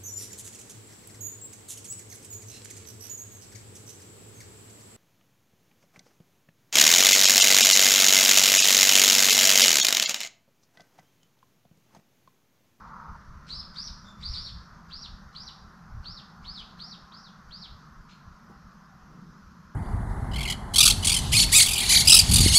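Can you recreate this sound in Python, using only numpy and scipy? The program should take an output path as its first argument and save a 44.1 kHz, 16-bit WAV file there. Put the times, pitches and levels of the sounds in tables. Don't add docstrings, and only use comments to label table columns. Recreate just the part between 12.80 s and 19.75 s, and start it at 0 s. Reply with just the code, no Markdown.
import sys
import numpy as np
from scipy import signal
from scipy.fft import rfft, irfft, next_fast_len
from scipy.io import wavfile
from scipy.ndimage import uniform_filter1d, map_coordinates

SR = 44100
rng = np.random.default_rng(int(sys.argv[2]) if len(sys.argv) > 2 else 0)


def store_pcm(level_fs):
    pcm = np.round(np.clip(level_fs, -1, 1) * 32767).astype(np.int16)
    wavfile.write(sys.argv[1], SR, np.atleast_2d(pcm).T)


def field_ratio(decibels):
    return 10 ** (np.asarray(decibels, dtype=float) / 20)


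N = 306436


def unit(x):
    return x / np.sqrt(np.mean(x ** 2) + 1e-20)


def along(points, hz):
    f, v = np.transpose(points)
    return np.interp(np.log(hz + 1), np.log(f + 1), v)


def shape(points, u):
    return np.interp(u, *np.transpose(points))


def wobble(rate, size=N):
    knots = rng.standard_normal(int(size * rate / SR) + 4)
    return map_coordinates(knots, [np.arange(size) * rate / SR])


def coloured(x, spectrum):
    size = x.shape[-1]
    m = next_fast_len(size + 8192)
    gain = field_ratio(along(spectrum, np.fft.rfftfreq(m, 1 / SR)))
    return irfft(rfft(x, m) * gain, m)[..., :size]


def rush(spectrum, patchy_db, size=(5, 12)):
    z = signal.stft(rng.standard_normal(N), nperseg=512)[2]
    field = uniform_filter1d(rng.standard_normal(z.shape), size[0], 0)
    field = uniform_filter1d(field, size[1], 1)
    patchy = signal.istft(z * field_ratio(patchy_db * unit(field)), nperseg=512)[1][:N]
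    return unit(coloured(patchy, spectrum))


def add(track, s, x):
    part = track[round(s * SR):][:len(x)]
    part += x[:len(part)]


def whistle(hz, db, octave_db, waver, steady=0.27, third_db=-9):
    trembling_hz = hz * (1 + waver * wobble(498.6, size=len(hz)))
    phase = 2 * np.pi * np.cumsum(trembling_hz) / SR
    grit = unit(steady + wobble(1500, size=len(hz)))
    overtones = np.sin(2 * phase) + field_ratio(third_db) * np.sin(3 * phase)
    return field_ratio(db) * np.sqrt(2) * (np.sin(phase) + field_ratio(octave_db) * grit * overtones)


SLIDE = [(.6, .99), (.71, .96), (.77, .8), (.86, .67), (.96, .57), (1.03, .34)]


def chirp_pitch(u, top_hz, higher_hz):
    shoulder_hz = 4630 + .55 * higher_hz
    closing_in = np.exp(-np.clip(u + 0.00985, 0, 1) / .097)
    shoot = shoulder_hz * (1.04 - .57 * closing_in)
    climbed = np.sin(np.pi / 2 * np.clip((u - .28) / .34, 0, 1)) ** 1.3
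    hz = (1 - climbed) * shoot + climbed * top_hz * shape(SLIDE, u)
    return uniform_filter1d(hz, size=250)


# (time [share of chirp], level [dB])
AIRFLOW = [(-.16, -12), (-.07, 2.5), (.05, 4), (.2, -3.5), (.7, -4), (.95, 5.5), (1.03, -23)]
# (frequency [Hz], level [dB per Hz])
RASP = [(1200, -22), (2000, 11.5), (3000, -5), (4500, 0), (6000, -5.5), (8000, -6.5), (11000, -16),
        (14000, -32)]


def breath(u, db):
    return field_ratio(db + shape(AIRFLOW, u)) * unit(coloured(rng.standard_normal(len(u)), RASP))


# (time [share of chirp], level [dB])
EFFORT = [(-.1, -60), (-.02, -14), (.03, -8), (.25, -5.5), (.6, -14.5), (.72, -7), (.79, -6), (.98, -8),
          (1.03, -17)]


def chirp(length, top_hz, rise_db, fall_db, ends_db, top_db, unsteady, echo_db):
    higher_hz = top_hz - 5600
    push_db = rise_db - -42
    octave_db = -25 + 1.56 * push_db
    rasp_db = -22 + 0.67 * push_db
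    shoulder = .047 / length
    turn = min((.121 + higher_hz / 60000) / length, .94)
    u = np.arange(SR // 4) / (length * SR) - .16
    u = np.interp(u, [-1, 0, shoulder, turn, 1, 2], [-1, 0, .3, .76, 1, 2])
    hz = chirp_pitch(u, top_hz, higher_hz)
    db = np.interp(u, [.45, .75], [rise_db, fall_db])
    rasp = breath(u, db + rasp_db)
    db = db + shape(EFFORT, u) + ends_db * np.clip((3900 - hz) / 900, 0, 1)
    at_top = np.exp(-((u - .62) / .12) ** 2)
    tone = whistle(hz, db + top_db * at_top, octave_db, unsteady + .025 * at_top)
    call = (u < EFFORT[-1][0]) * (tone + rasp)
    return call + field_ratio(echo_db) * np.roll(call, round(.024 * SR))


def short_note(length, from_hz, to_hz, db):
    u = np.clip(np.arange(SR // 8) / (length * SR), 0, 1)
    octave_db = -5 if from_hz < 3750 else -17
    hz = from_hz + (to_hz - from_hz) * u
    note = whistle(hz, db, octave_db, waver=.01, steady=3, third_db=-12)
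    return np.abs(np.sin(np.pi * u)) ** .5 * note


# (frequency [Hz], decay by 60 dB [s])
TREES = [(2000, 0.073), (5000, 0.78), (10000, 0.81)]


def scattered(x, direct_db, near_db=1, mid_db=-2, mid_t60=0.46, far_db=-5):
    hz, t, z = signal.stft(rng.standard_normal(SR), SR, nperseg=256)
    decay = field_ratio(-60 * t / along(TREES, hz)[:, None])
    far = signal.istft(z * decay, SR, nperseg=256)[1][:SR]
    near_t60 = .09
    near, mid = rng.standard_normal((2, SR)) * field_ratio(-60 * np.arange(SR) / SR / [[near_t60], [mid_t60]])
    paths = field_ratio(near_db) * unit(near) + field_ratio(mid_db) * unit(mid) + field_ratio(far_db) * unit(far)
    out = signal.fftconvolve(x, paths / np.sqrt(SR))
    flicker = unit(1.1 + wobble(450, size=len(x)))
    add(out, 0, field_ratio(direct_db) * flicker * x)
    return out


# (time [s], length [s], top pitch [Hz], rise level [dB], fall level [dB])
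CHIRPS = [(0.683, 0.15, 5400, -37.5, -46), (0.951, 0.13, 5964, -36.5, -35.5),
          (1.419, .16, 5590, -36, -36.5), (1.533, 0.165, 5475, -37, -38), (2.105, 0.16, 5785, -40.5, -39.5),
          (2.546, 0.15, 5860, -40, -40), (3.243, 0.16, 5646, -41.5, -43.5), (3.641, .18, 5260, -40.5, -38),
          (3.99, 0.16, 5820, -42, -43.5), (4.314, 0.18, 5870, -48.5, -52), (4.704, 0.16, 5530, -44, -41)]
# (direct path [dB], low ends [dB], top [dB], pitch waver [share], trunk echo [dB])
PERCHES = [
    (-6, -8.5, 2, 0.0168, -9.5),
    (-3.5, -1.5, -3.5, 0.0094, -16.5),
]
# (time [s], length [s], start pitch [Hz], end pitch [Hz], level [dB])
NOTES = [
    (0.695, 0.07, 3890, 4110, -51),
    (0.772, 0.0402, 4800, 5280, -45),
    (1.244, 0.096, 3590, 3513, -60.5),
    (2.538, 0.034, 4400, 4400, -61),
    (3.234, 0.043, 4350, 4420, -60),
    (3.986, 0.041, 4190, 4370, -53),
    (5.302, 0.038, 4260, 4180, -65),
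]
# (frequency [Hz], gain [dB])
BEAK = [(1500, -16), (2200, -11.5), (3000, -4.5), (4500, 2.5), (5500, -1), (6300, -8), (8000, -14),
        (11000, -18.5), (14000, -24)]


def birds():
    track = np.zeros(N)
    for s, length, top_hz, rise_db, fall_db in CHIRPS:
        direct_db, *perch = PERCHES[int(s > 2)]
        call = chirp(length, top_hz, rise_db, fall_db, *perch)
        add(track, s - .16 * length, scattered(call, direct_db))
    for s, *note in NOTES:
        add(track, s, scattered(short_note(*note), direct_db=3.5))
    return coloured(track, BEAK)


# (time [s], level [dB], centre [Hz], decay by 60 dB [s])
RUSTLES = [
    (.361, -66, 3000, .012),
    (0.677, -52.5, 4300, 0.43),
    (1.655, -50, 350, 0.084),
    (5.287, -54, 3550, 0.2),
    (5.303, -57, 3470, 0.4),
    (5.69, -47.5, 325, 0.12),
    (6.3, -59, 332, 0.39),
]


def fabric():
    track, t = np.zeros(N), np.arange(SR // 2) / SR
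    for s, db, hz, t60 in RUSTLES:
        band = [(hz / 2.6, -40), (hz / 1.5, 0), (hz * 1.2, -2), (hz * 2, -14), (hz * 2.8, -40)]
        cloth = unit(coloured(rng.standard_normal(len(t)), band))
        onset = 1 - np.exp(-t / 0.0081)
        add(track, s, field_ratio(db - 60 * t / t60) * onset * cloth)
    return track


def curve(rows):
    return shape(rows, np.arange(N) / SR)


# (time [s], level [dB], hold [s])
PUFFS = [(0, -46.5, 0), (.17, -52, 0), (.31, -47.5, 0), (0.489, -43.5, 0.1), (0.768, -38.5, 0),
         (1.11, -41.5, 0.0031), (1.402, -44.5, 0.37), (2.32, -41.5, 0), (3.17, -37, 0.028),
         (3.264, -43.5, 0.073), (3.602, -47.5, 0.11), (3.95, -44.5, 0), (4.24, -50.5, 0),
         (4.35, -48.5, 0.0037), (4.68, -50, 0.018), (4.91, -45, 0.0081), (5.17, -49, 0.051),
         (5.46, -49.5, 0), (6.5, -57, 0.01), (6.665, -54, 0.011), (6.87, -53, 0.023)]
# (time [s], level [dB])
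BREEZE = [(0, -53.5), (2.5, -52.5), (3.05, -56.5), (6.95, -61.5)]
# (frequency [Hz], level [dB per Hz])
THUMP = [(8.8, -35), (15, -6), (65, -6), (76, -4), (92, -21), (110, -9), (140, -21.5), (240, -120)]


def wind():
    lumps = unit(field_ratio(2.6 * wobble(25)) * rush(THUMP, patchy_db=2.0))
    t, strength_db = np.arange(N) / SR, curve(BREEZE)
    for s, db, hold in PUFFS:
        away_db = np.maximum(193 * (s - t), 174 * (t - s - hold))
        strength_db = np.maximum(strength_db, db - np.maximum(away_db, 0))
    return field_ratio(strength_db) * lumps


# (frequency [Hz], level [dB per Hz])
LEAVES = [(1400, -51), (2400, 3.5), (2700, 0.5), (3600, 0.5), (4800, 5.5), (6200, 3.5), (7000, -5),
          (8200, -15.5), (10000, -16), (13000, -20), (16000, -57)]


def leaves():
    return field_ratio(-69 + 0.23 * wobble(1.7)) * rush(LEAVES, patchy_db=1.4)


def passes(rows):
    t = np.arange(N) / SR
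    return np.sqrt(sum(field_ratio(2 * db) / (1 + ((t - s) / width) ** 2) ** 2 for s, db, width in rows))


# (time [s], level [dB])
PASSING = [
    (0.0, -54),
    (0.008, -45),
    (0.294, -43.5),
    (0.332, -49.5),
    (0.36, -44),
]
# (frequency [Hz], level [dB per Hz])
CAR = [(290, -39), (500, -17), (582, -24), (862, -10), (924, -3), (1170, -2), (1380, -3.5), (1540, -15.5),
       (2600, -38.5), (3380, -72), (5720, -120)]


def nearer_car():
    heard = np.arange(N) < .363 * SR
    return field_ratio(curve(PASSING) - 2.0) * heard * rush(CAR, patchy_db=1.5, size=(2, 14))


# (time [s], level [dB])
TRAFFIC = [(0, -54.5), (5.2, -56.5), (6.95, -58.5)]
# (frequency [Hz], level [dB per Hz])
TYRES = [(250, -32.5), (420, -17), (615, -10), (761, -13.5), (847, -10.5), (1030, -0.5), (1390, 0),
         (2050, -15.5), (2600, -32), (3380, -56), (5720, -120)]
# (time nearest [s], level [dB], half width [s])
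LORRIES = [
    (.38, -75, .05),
    (2.7, -63.5, 0.51),
    (3.8, -61.5, 1),
    (5.72, -56, 0.034),
    (6.2, -64.5, 0.23),
]
# (frequency [Hz], level [dB per Hz])
HEAVY = [(450, -46), (620, -9.5), (780, 5), (950, -5), (1300, -46)]


def tyres():
    lorries = field_ratio(-3.5) * passes(LORRIES) * rush(HEAVY, patchy_db=2.5)
    return field_ratio(curve(TRAFFIC)) * rush(TYRES, patchy_db=1.26) + lorries


# (time nearest [s], level [dB], half width [s])
SURGES = [
    (.72, -55, 0.12),
    (5.72, -51, 0.045),
    (6.42, -47.5, .12),
]
# (frequency [Hz], level [dB per Hz])
ENGINES = [(56, -60), (95, -23.5), (144, 0), (183, 1), (231, -5), (259, -15.5), (445, -23), (520, -27.5),
           (680, -64.5), (1140, -120)]


def engines():
    return np.hypot(field_ratio(-54.5), passes(SURGES)) * rush(ENGINES, patchy_db=1.23)


# (frequency [Hz], level [dB per Hz])
HISS = [(200, -40), (400, -12), (700, -15), (5000, -16), (7000, -12.5), (9000, -13), (10800, -9.5),
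        (11800, -0.5), (12600, -9), (15000, -14.5), (16500, -22)]


def hiss():
    pair = np.array([rush(HISS, patchy_db=1), rush(HISS, patchy_db=5.5)])
    return field_ratio(-80.5 + np.array([[1.1], [-1.1]])) * pair


def scene():
    heard = birds() + fabric() + wind() + leaves() + nearer_car() + tyres() + engines()
    return np.tile(heard, (2, 1))


def top_cut(x):
    return signal.sosfilt(signal.butter(12, 15720, fs=SR, output="sos"), x)


def record(dry):
    return top_cut(dry + hiss())


dry = scene()
out = record(dry)
store_pcm(out)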